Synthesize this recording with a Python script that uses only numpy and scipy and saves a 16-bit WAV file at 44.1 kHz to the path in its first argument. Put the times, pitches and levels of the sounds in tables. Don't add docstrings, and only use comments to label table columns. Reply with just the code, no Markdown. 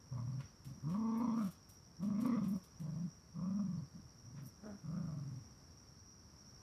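import sys
import numpy as np
from scipy import signal
from scipy.fft import rfft, irfft, next_fast_len
from scipy.io import wavfile
from scipy.ndimage import uniform_filter1d

SR = 44100
rng = np.random.default_rng(int(sys.argv[2]) if len(sys.argv) > 2 else 0)


def wrap_up_sound(samples):
    columns = np.atleast_2d(samples).T
    tamed = np.clip(columns, -1, 1)
    steps = np.round(tamed * 32767).astype(np.int16)
    wavfile.write(sys.argv[1], SR, steps)


N = 291942
TIME = np.arange(N) / SR


def amp(db):
    return 10 ** (np.asarray(db) / 20)


def evened(x):
    return x / np.sqrt(np.mean(x ** 2) + 1e-20)


def read(points, hz):
    f, value = np.transpose(points)
    return np.interp(np.log(hz + 1), np.log(f + 1), value)


def add(mix, s, sound):
    part = mix[round(s * SR):][:len(sound)]
    part += sound[:len(part)]


def colour(x, points, tilt_db=0):
    size = next_fast_len(len(x) + 2048)
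    hz = np.fft.rfftfreq(size, 1 / SR)
    lowest_hz = np.min(points, 0)[0]
    gain_db = read(points, hz) + tilt_db * np.log2(np.maximum(hz, lowest_hz))
    return irfft(rfft(x, size) * amp(gain_db), size)[:len(x)]


def wander(size, hz):
    padded = next_fast_len(size + SR // 2)
    f = np.fft.rfftfreq(padded, 1 / SR)
    smooth = irfft(rfft(rng.standard_normal(padded)) / (1 + (f / hz) ** 2) ** 2, padded)
    return evened(smooth)[:size]


def resonate(x, hz, width_hz):
    r = np.exp(-np.pi * width_hz / SR)
    if np.ndim(hz) == 0:
        pole = r * np.exp(2j * np.pi * hz / SR)
        return 2 * signal.lfilter([(1 - r) ** 2], [1, -2 * pole, pole ** 2], x).real
    turn = np.exp(2j * np.pi * np.cumsum(hz) / SR)
    smoothed = signal.lfilter([(1 - r) ** 2], [1, -2 * r, r * r], x / turn)
    return 2 * (turn * smoothed).real


# frequency in Hz, decay time t60 in seconds.
PATIO_DECAY = [(100, 0.23), (1000, 0.31), (5000, 0.43), (14000, 0.033)]


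def patio(x):
    hz, t, z = signal.stft(rng.standard_normal(SR // 2), SR, nperseg=256)
    decay = amp(-60 * t / read(PATIO_DECAY, hz)[:, None])
    tail = signal.istft(z * decay, SR, nperseg=256)[1]
    delay = np.zeros(round(.006 * SR))
    tail = np.concatenate([delay, tail / np.linalg.norm(tail)])
    return colour(signal.fftconvolve(x, tail)[:N], [(250, -13), (600, 0.5)])


# frequency in Hz, relative density in dB per Hz.
AIR_SPECTRUM = [(20, -51), (45, -7), (80, 2.5), (130, -1), (220, -5), (420, -15.5), (750, -20.5),
                (1100, -18), (1700, -24.5), (3300, -36), (7500, -34.5), (9800, -39), (11300, -35),
                (15000, -47.5)]
AIR_DB = -62


def air(swell_db=0.68):
    noise = evened(colour(rng.standard_normal(N), AIR_SPECTRUM))
    return amp(AIR_DB) * noise * amp(swell_db * wander(N, 2.4))


def cricket(hz, width_hz, rate, db, glide=0.041, scrape=0.97, throb_db=2.5, sharpness=1.74, waver=.3):
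    stroke = np.cumsum(rate * (1 + 0.0046 * wander(N, 5.4))) / SR % 1
    opening = abs(np.sin(np.pi * stroke)) ** sharpness
    tone_hz = hz * (1 - glide * (stroke - .5)) + width_hz * waver * wander(N, 80.4)
    tone = np.sin(2 * np.pi * np.cumsum(tone_hz) / SR)
    ring = evened(resonate(rng.standard_normal(N), hz, 2 * width_hz))
    throb = amp(throb_db * evened(resonate(rng.standard_normal(N), 11.1, 6.8)))
    return amp(db) * evened((tone + scrape * ring) * opening * throb)


# mean wing tone in Hz, nominal width in Hz, mean strokes a second,
# level in dB before the chorus swell.
CRICKETS = [(5734, 65, 86, -74.5), (5500, 40, 77, -77), (5317, 45, 75.6, -78), (5680, 280, 76.6, -74.5),
            (4866, 610, 55, -83)]
# time in seconds, gain in dB.
CHORUS_SWELL = [(0, -.4), (4.6, 0), (6.6, 2.3)]


def cricket_chorus():
    swell = amp(np.interp(TIME, *np.transpose(CHORUS_SWELL)))
    return swell * sum(cricket(*row) for row in CRICKETS)


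# frequency in Hz, relative level in dB.
GRIT_SPECTRUM = [(600, -72), (1300, -5.5), (3500, 0), (6500, 0), (9500, 3), (13500, 4.5), (15500, -6)]
# start in seconds, length in seconds, level in dB before the stroke shapes it,
# decay time t60 in seconds, brightness in dB per octave.
SCUFFS_AND_BURSTS = [(0.382, 0.019, -68, 0.42, -12), (.404, .004, -61, .09, -11),
                     (0.643, .008, -67.5, 0.33, -2), (0.888, 0.019, -66.5, 0.3, -6),
                     (1.174, 0.0076, -60.5, 0.085, 11), (1.326, 0.15, -67.5, 0.17, -4),
                     (1.443, .006, -64, 0.14, 9), (1.502, 0.02, -64, 0.099, -0.5),
                     (1.686, 0.017, -64.5, 0.21, 2), (2.018, 0.022, -67, 0.2, -4),
                     (2.195, 0.027, -63.5, 0.19, -2.5), (2.24, 0.014, -61.5, .04, -15),
                     (2.262, 0.0017, -55, 0.022, 3), (2.42, 0.04, -68, 0.2, -6),
                     (2.477, 0.018, -64, 0.21, 8), (2.547, 0.029, -72, 0.17, 3),
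                     (2.627, 0.019, -69, 0.13, -1), (2.794, 0.011, -65, 0.12, -3),
                     (4.363, .03, -65.5, 0.1, -15), (4.418, 0.017, -69.5, .1, 9),
                     (4.442, 0.037, -64, 0.088, 9)]


def scuff(s, length, db, t60, tilt_db, grain_db=2.5, tick_db=18, ticks_per_s=110):
    t = np.arange(round((length + t60) * SR)) / SR
    grains = rng.standard_normal(len(t)) * amp(grain_db * wander(len(t), 130))
    ticking = rng.random(len(t)) < ticks_per_s / SR
    grains += amp(tick_db) * rng.standard_normal(len(t)) * ticking
    stroke = np.minimum(t / (.5 * length), 1) * amp(-60 * np.maximum(t - length, 0) / t60)
    return s, amp(db) * stroke * evened(colour(grains, GRIT_SPECTRUM, tilt_db))


# mean frequency in Hz before chance detuning, relative level in dB,
# decay time t60 in seconds.
THUMP_MODES = [(90, -1, 0.12), (128, -2.5, 0.1), (203, -11, 0.044)]
# start in seconds, level in dB that the mode levels add to.
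THUMPS = [(3.998, -47), (4.045, -45), (5.706, -52), (5.881, -48.5), (5.967, -53), (6.192, -53),
          (6.435, -56), (6.465, -55)]
THUMP_RISE_S = 0.0073


def thump(s, db):
    t = np.arange(SR // 5) / SR
    ring = np.zeros(len(t))
    for hz, level, t60 in THUMP_MODES:
        cycles = hz * rng.uniform(.9, 1.07) * t + rng.random()
        ring += amp(level - 60 * t / t60) * np.sin(2 * np.pi * cycles)
    return s, amp(db) * np.minimum(t / THUMP_RISE_S, 1) * ring


# frequency in Hz, width in Hz,
# level in dB before the mouth's own setting and flicker.
THROAT = [(1620, 330, -19), (2080, 270, -14), (2380, 300, -20), (3390, 400, -23.5), (4310, 400, -24),
          (9000, 4000, -37)]
REST_LIPS_HZ = 1050
THROAT_FOLLOW = 0.29


def throat(x, jaw_hz, lips_hz, lips_db, upper_db, jaw_db=5, jaw_width_hz=190, lips_width_hz=310,
           split=.095, flicker_db=3.5, drift=.04):
    lower_lips = resonate(x, lips_hz * (1 - split), lips_width_hz)
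    pair = 2 * resonate(lower_lips, lips_hz * (1 + split), lips_width_hz)
    y = amp(jaw_db) * resonate(x, jaw_hz, jaw_width_hz) + amp(lips_db) * pair
    stretch = (lips_hz / REST_LIPS_HZ) ** THROAT_FOLLOW * (1 + drift * wander(len(x), 9))
    for hz, width_hz, db in THROAT:
        gain = amp(db + upper_db + flicker_db * wander(len(x), 12))
        y += gain * resonate(x, hz * stretch, width_hz)
    running_power = abs(uniform_filter1d(y ** 2, size=1500))
    return y / np.sqrt(running_power + 1e-12)


def voice(hz, rough, mouth_db, lips_hz=1050, jaw_hz=550, lips_db=-3, upper_db=0, jitter=0.068, shimmer=0.34,
          second_db=-17, murmur_hz=300, rasp=1.0, tear=.6, doubling=.55, puff_depth=.55,
          nasal_db=-14, nasal_hz=245, nasal_width_hz=80):
    size = len(hz)
    unsteady = evened(resonate(rng.standard_normal(size), 68.6, 58))
    phase = 2 * np.pi * np.cumsum(hz * (1 + jitter * rough * unsteady)) / SR
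    nose = 1 / np.sqrt(1 + (2 * hz / murmur_hz) ** 14)
    hum = np.sqrt(2) * (np.sin(phase) + amp(second_db) * nose * np.sin(2 * phase))
    beats = rough * evened(resonate(rng.standard_normal(size), 75.3, 50))
    hum *= 1 + shimmer * beats
    puffs = evened(rng.standard_normal(size) * (1 + puff_depth * np.cos(phase)) ** 2)
    hum += rough * amp(nasal_db) * evened(resonate(puffs, nasal_hz, nasal_width_hz))

    closing = phase + 0.3 * rough * wander(size, 90)
    pulses = sum(np.cos(k * closing) for k in range(2, 20))
    pulses *= np.maximum(1 + tear * beats, 0)
    pulses *= 1 + doubling * rough * np.cos(phase / 2)
    share = np.clip(rasp * rough, 0, 1) ** 2
    shape = jaw_hz, lips_hz, lips_db, upper_db
    lips = np.sqrt(1 - share) * throat(pulses, *shape) + np.sqrt(share) * throat(puffs, *shape)
    return hum + amp(mouth_db + 2.0 * wander(size, 31)) * lips


# frequency in Hz, relative level in dB.
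HUFF_SPECTRUM = [(200, -1), (340, 5), (480, -1), (750, -2), (950, -21), (1400, -8), (1750, -18),
                 (2600, -38), (6000, -40)]
# start in seconds, length in seconds, voice gain in dB, base pitch in Hz,
# rasp level in dB before the blow shapes it.
HUFF = (4.608, .18, -52.8, 208, -49.3)
HUFF_RISE_S, HUFF_T60_S = .048, .36


def huff(s, length, hum_db, hz, rasp_db, arch=0.143, jitter=0.035, voiced=0.65):
    t = np.arange(round(length * SR)) / SR
    fall = amp(-60 * np.maximum(t - HUFF_RISE_S, 0) / HUFF_T60_S)
    blow = np.minimum(t / HUFF_RISE_S, 1) ** 2 * fall
    pitch = hz * (1 + arch * (blow - .5))
    phase = 2 * np.pi * np.cumsum(pitch * (1 + jitter * wander(len(t), 148))) / SR
    fold_beats = evened(sum(np.cos(k * phase) for k in range(2, 20)))
    drive = voiced * fold_beats + rng.standard_normal(len(t))
    rasp = evened(colour(drive * (1 + 0.3 * wander(len(t), 100)), HUFF_SPECTRUM))
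    sound = amp(hum_db) * voice(pitch, 0.6, -27) + amp(rasp_db) * blow * rasp
    return s, sound * signal.windows.tukey(len(t), .4)


# start in seconds, length in seconds, voice gain in dB before
# the swell and flutter, base pitch in Hz, glide in octaves a second.
GRUMBLES = [(0.424, 0.052, -57.5, 96, -2.5), (0.642, 0.12, -51.5, 133.6, 0.5),
            (0.746, 0.052, -57.5, 181, -5), (3.922, 0.095, -55, 170.4, 9), (4.227, 0.112, -58.5, 117.5, 5),
            (4.304, 0.21, -52.3, 136, -1.2)]


def grumble(s, length, db, hz, glide, rough=1.0, mouth_db=-22, arch=0.075, flutter=.3, flutter_hz=25):
    swell = signal.windows.tukey(round(length * SR), .6)
    from_middle = np.arange(len(swell)) / SR - length / 2
    push = 1 + flutter * np.sin(2 * np.pi * (flutter_hz * from_middle + rng.random()))
    pitch = hz * 2 ** (glide * from_middle) * (1 + arch * (swell - 1)) * np.sqrt(push)
    return s, amp(db) * swell * push * voice(pitch, rough, mouth_db)


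# time in seconds, nominal share of the level lost 0-1.
PLACED_CATCHES = [(.182, .76), (.21, .6), (.266, .75), (.314, .64), (.37, .75), (.973, .42), (1.033, .42),
                  (1.234, .7), (1.27, .86), (1.358, .51), (2.099, .87), (2.213, .85), (2.246, .9),
                  (2.284, .8), (2.313, .6), (2.363, .9), (2.408, .9), (2.458, .9), (2.549, .62),
                  (2.914, .76), (2.955, .76), (3.38, .65), (3.408, .76), (3.502, .63), (3.537, .5),
                  (3.636, .6), (3.678, .92), (3.726, .83), (3.769, 1), (3.815, .81), (4.96, .9),
                  (4.995, .85), (5.068, .8), (5.16, .8), (5.249, .68), (5.307, .82), (5.355, .75)]
CATCH_JITTER_S, CATCH_SPREAD = .0015, .1


def catches(start, end, gap, filling_depth):
    placed = [row for row in PLACED_CATCHES if start < row[0] < end]
    edges = [start, *(s for s, _ in placed), end]
    spans = []
    for a, b in zip(edges, edges[1:]):
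        steps = max(round((b - a) / gap), 1)
        spans.append(np.linspace(a, b, steps + 1)[1:-1])
    filling = np.concatenate(spans)
    shift, deeper = rng.standard_normal(size=(40, 2))[:len(filling)].T
    filling_rows = zip(filling + CATCH_JITTER_S * shift, filling_depth + CATCH_SPREAD * deeper)
    at, depth = np.transpose(sorted([*placed, *filling_rows]))
    return at, np.clip(depth, 0, 1)


# time in seconds, half length in seconds,
# extra opening in dB, extra roughness as a share 0-1 (negative is smoother).
SNARLS = [(.183, .004, 14.5, 0), (.41, .01, 11, 0), (.84, .005, 5, 0), (.945, .005, 11, .12),
          (1.21, .009, 3, .15), (1.242, .0087, 2, .25), (1.279, .008, 3, .25), (1.368, .004, 4, .14),
          (1.39, .0075, 3, .08), (2.103, .005, 6, .06), (2.25, .0078, 9, .15), (2.29, .012, 3, .09),
          (3.4, .015, 2, .25), (3.599, .014, 9, -.05), (4.99, .025, 3, .12)]
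SNARL_ROUGH_S, SNARL_LIPS_SHARE = 0.047, 0.18
# time in seconds, base pitch in Hz, base mouth opening in dB
# as level of the throat resonances, lips resonance in Hz, jaw resonance in Hz, upper resonances in dB.
ARCHES = [
    [(.11, 128, -14, 1080, 563, -1), (.19, 124, -19, 1050, 610, 0), (.25, 128, -25.5, 1060, 570, 0),
     (.43, 137, -26, 1060, 570, 2)],
    [(.82, 118, -15, 1060, 514, -1), (.89, 156, -15, 1110, 510, 1.5), (.94, 187, -19, 1090, 520, 1),
     (.99, 221, -16.5, 1000, 497, -6), (1.18, 222, -13, 1010, 488, 2), (1.24, 245, -12.5, 1040, 570, -1),
     (1.32, 216, -14, 1000, 500, 2), (1.385, 230, -13, 1190, 537, 0), (1.44, 197, -17, 1260, 640, 3),
     (1.525, 155, -12, 1250, 595, 3)],
    [(1.984, 137, -11, 1140, 560, -1), (2.055, 209, -24, 1130, 620, 1), (2.16, 199, -23, 1100, 570, 1),
     (2.26, 250, -15.5, 1090, 500, 0), (2.34, 231, -14, 1150, 470, 1), (2.41, 195, -18, 1160, 560, -1),
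     (2.49, 188, -28, 1080, 615, 3), (2.545, 211, -23, 1100, 586, 2), (2.605, 169, -17, 1104, 560, 0)],
    [(2.79, 155, -22, 1050, 540, -4), (2.97, 157, -21.5, 1040, 620, -4), (3.04, 180, -30, 1070, 630, -4),
     (3.11, 146, -36, 1050, 600, -4)],
    [(3.337, 150, -15, 1120, 520, -4), (3.45, 181, -20, 1140, 540, -3), (3.595, 206, -25, 1180, 610, -3),
     (3.66, 187, -28, 1090, 564, -2), (3.872, 138, -25, 1010, 540, -2)],
    [(4.828, 135, -14.5, 1170, 530, -4), (4.98, 180, -21, 1290, 580, -5), (5.09, 155, -20, 1250, 640, -10),
     (5.28, 136, -26, 1180, 580, -8), (5.45, 122, -27, 1150, 540, -8)],
]
# attack in seconds, release in seconds, nominal gap between catches in seconds,
# mean share of the level lost in a filling catch 0-1, base gain in dB at MID_HZ, swell in dB per octave of pitch,
# base strength of the lips resonance in dB, base roughness at MID_HZ 0-1, octave overtone in dB re the fundamental
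GROWLS = [ (.014, .04, .035, .5, -39.5, 8.5, 2.5, .38, -22.5),
          (.042, .072, .038, .34, -38.9, 3.5, 4.8, .32, -9),
          (.042, .064, .038, .52, -39.9, 9.5, -.5, .42, -7.5), (.024, .052, .04, .5, -41, 16, -4, .36, -18),
          (.035, .07, .047, .55, -41.3, 13, 1.5, .27, -17), (.029, .075, .042, .68, -41.4, 18, 1, .4, -15),
          ]
MID_HZ = 170
ROUGH_PER_OCTAVE, ROUGH_IN_CATCH = -0.42, .24
REBOUND, REBOUND_S = .32, .012
SHUT_DB, MOUTH_S = -11, 0.024


def growl(arch, attack, release, gap, catch_depth, db, swell_db, lips_db, rough_mid, octave_db, catch_s=0.008,
          climb=0.25, slip_turns=.58, slip_s=0.006, lift=.03, leak_db=5, open_db=-1.5):
    s, *columns = np.transpose(arch)
    t = np.arange(s[0], s[-1], 1 / SR)
    hz, mouth_db, lips_hz, jaw_hz, upper_db = (np.interp(t, s, c) for c in columns)
    effort = np.log2(hz / MID_HZ)
    fade = np.sin(np.pi / 2 * np.minimum((s[-1] - t) / release, 1)) ** 2
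    envelope = np.minimum((t - s[0]) / attack, 1) * fade
    shut_db = SHUT_DB * np.exp(-np.minimum(t - s[0], s[-1] - t) / MOUTH_S)
    snarl_db = sum(extra * np.exp(-((t - when) / half) ** 2) for when, half, extra, _ in SNARLS)
    snarl_rough = sum(extra * np.exp(-((t - when) / SNARL_ROUGH_S) ** 2) for when, _, _, extra in SNARLS)

    at, depth = catches(s[0], s[-1], gap, catch_depth)
    since = t - at[:, None]
    stall = np.clip(depth @ (1 / (1 + (since / catch_s) ** 2) ** 2), 0, .9)
    rebound = REBOUND * depth ** 2 @ np.exp(-(2 * (since / REBOUND_S - 1)) ** 2)
    rough = rough_mid + ROUGH_PER_OCTAVE * effort + ROUGH_IN_CATCH * stall + snarl_rough
    rough = np.clip(rough, 0, 1)

    lost_hz = slip_turns * depth ** 1.2 @ np.exp(-(since / slip_s) ** 2) / (slip_s * np.sqrt(np.pi))
    counts = [.5, *np.arange(1, len(at) + 1), len(at) + .5]
    progress = np.interp(t, [s[0], *at, s[-1]], counts) % 1
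    ramp = np.interp(t, at, depth) ** 2 * uniform_filter1d(2 * progress - 1, size=200)
    pitch = hz * (1 + lift + climb * ramp) - lost_hz

    opening_db = mouth_db + open_db + shut_db + snarl_db + leak_db * stall
    lips_now_db = lips_db + SNARL_LIPS_SHARE * snarl_db
    sound = voice(pitch, rough, opening_db, lips_hz, jaw_hz, lips_now_db, upper_db, second_db=octave_db)
    level = amp(db + swell_db * effort) * envelope * (1 - stall) * (1 + rebound)
    return s[0], level * sound


# frequency in Hz, gain in dB.
MUZZLE = [(20, -19), (45, -17), (80, 1), (115, 2), (290, 1), (360, -5.5), (450, 0), (630, -1.5),
          (770, -2.5), (930, 3), (1300, 1.2), (1550, -1.5), (2000, -.5)]


def scene():
    voices, paws = np.zeros((2, N))
    for row in SCUFFS_AND_BURSTS:
        add(paws, *scuff(*row))
    for row in THUMPS:
        add(paws, *thump(*row))
    add(voices, *huff(*HUFF))
    for row in GRUMBLES:
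        add(voices, *grumble(*row))
    for arch, row in zip(ARCHES, GROWLS):
        add(voices, *growl(arch, *row))
    direct = colour(voices, MUZZLE) + paws + cricket_chorus()
    return (direct + amp(-8.0) * patio(direct) + air())[None]


EDGE_HZ = 15300


def record(dry):
    low_pass = signal.firwin(511, EDGE_HZ, window=("kaiser", 9), fs=SR)
    return signal.oaconvolve(dry, low_pass[None], "same")


dry = scene()
out = record(dry)
wrap_up_sound(out)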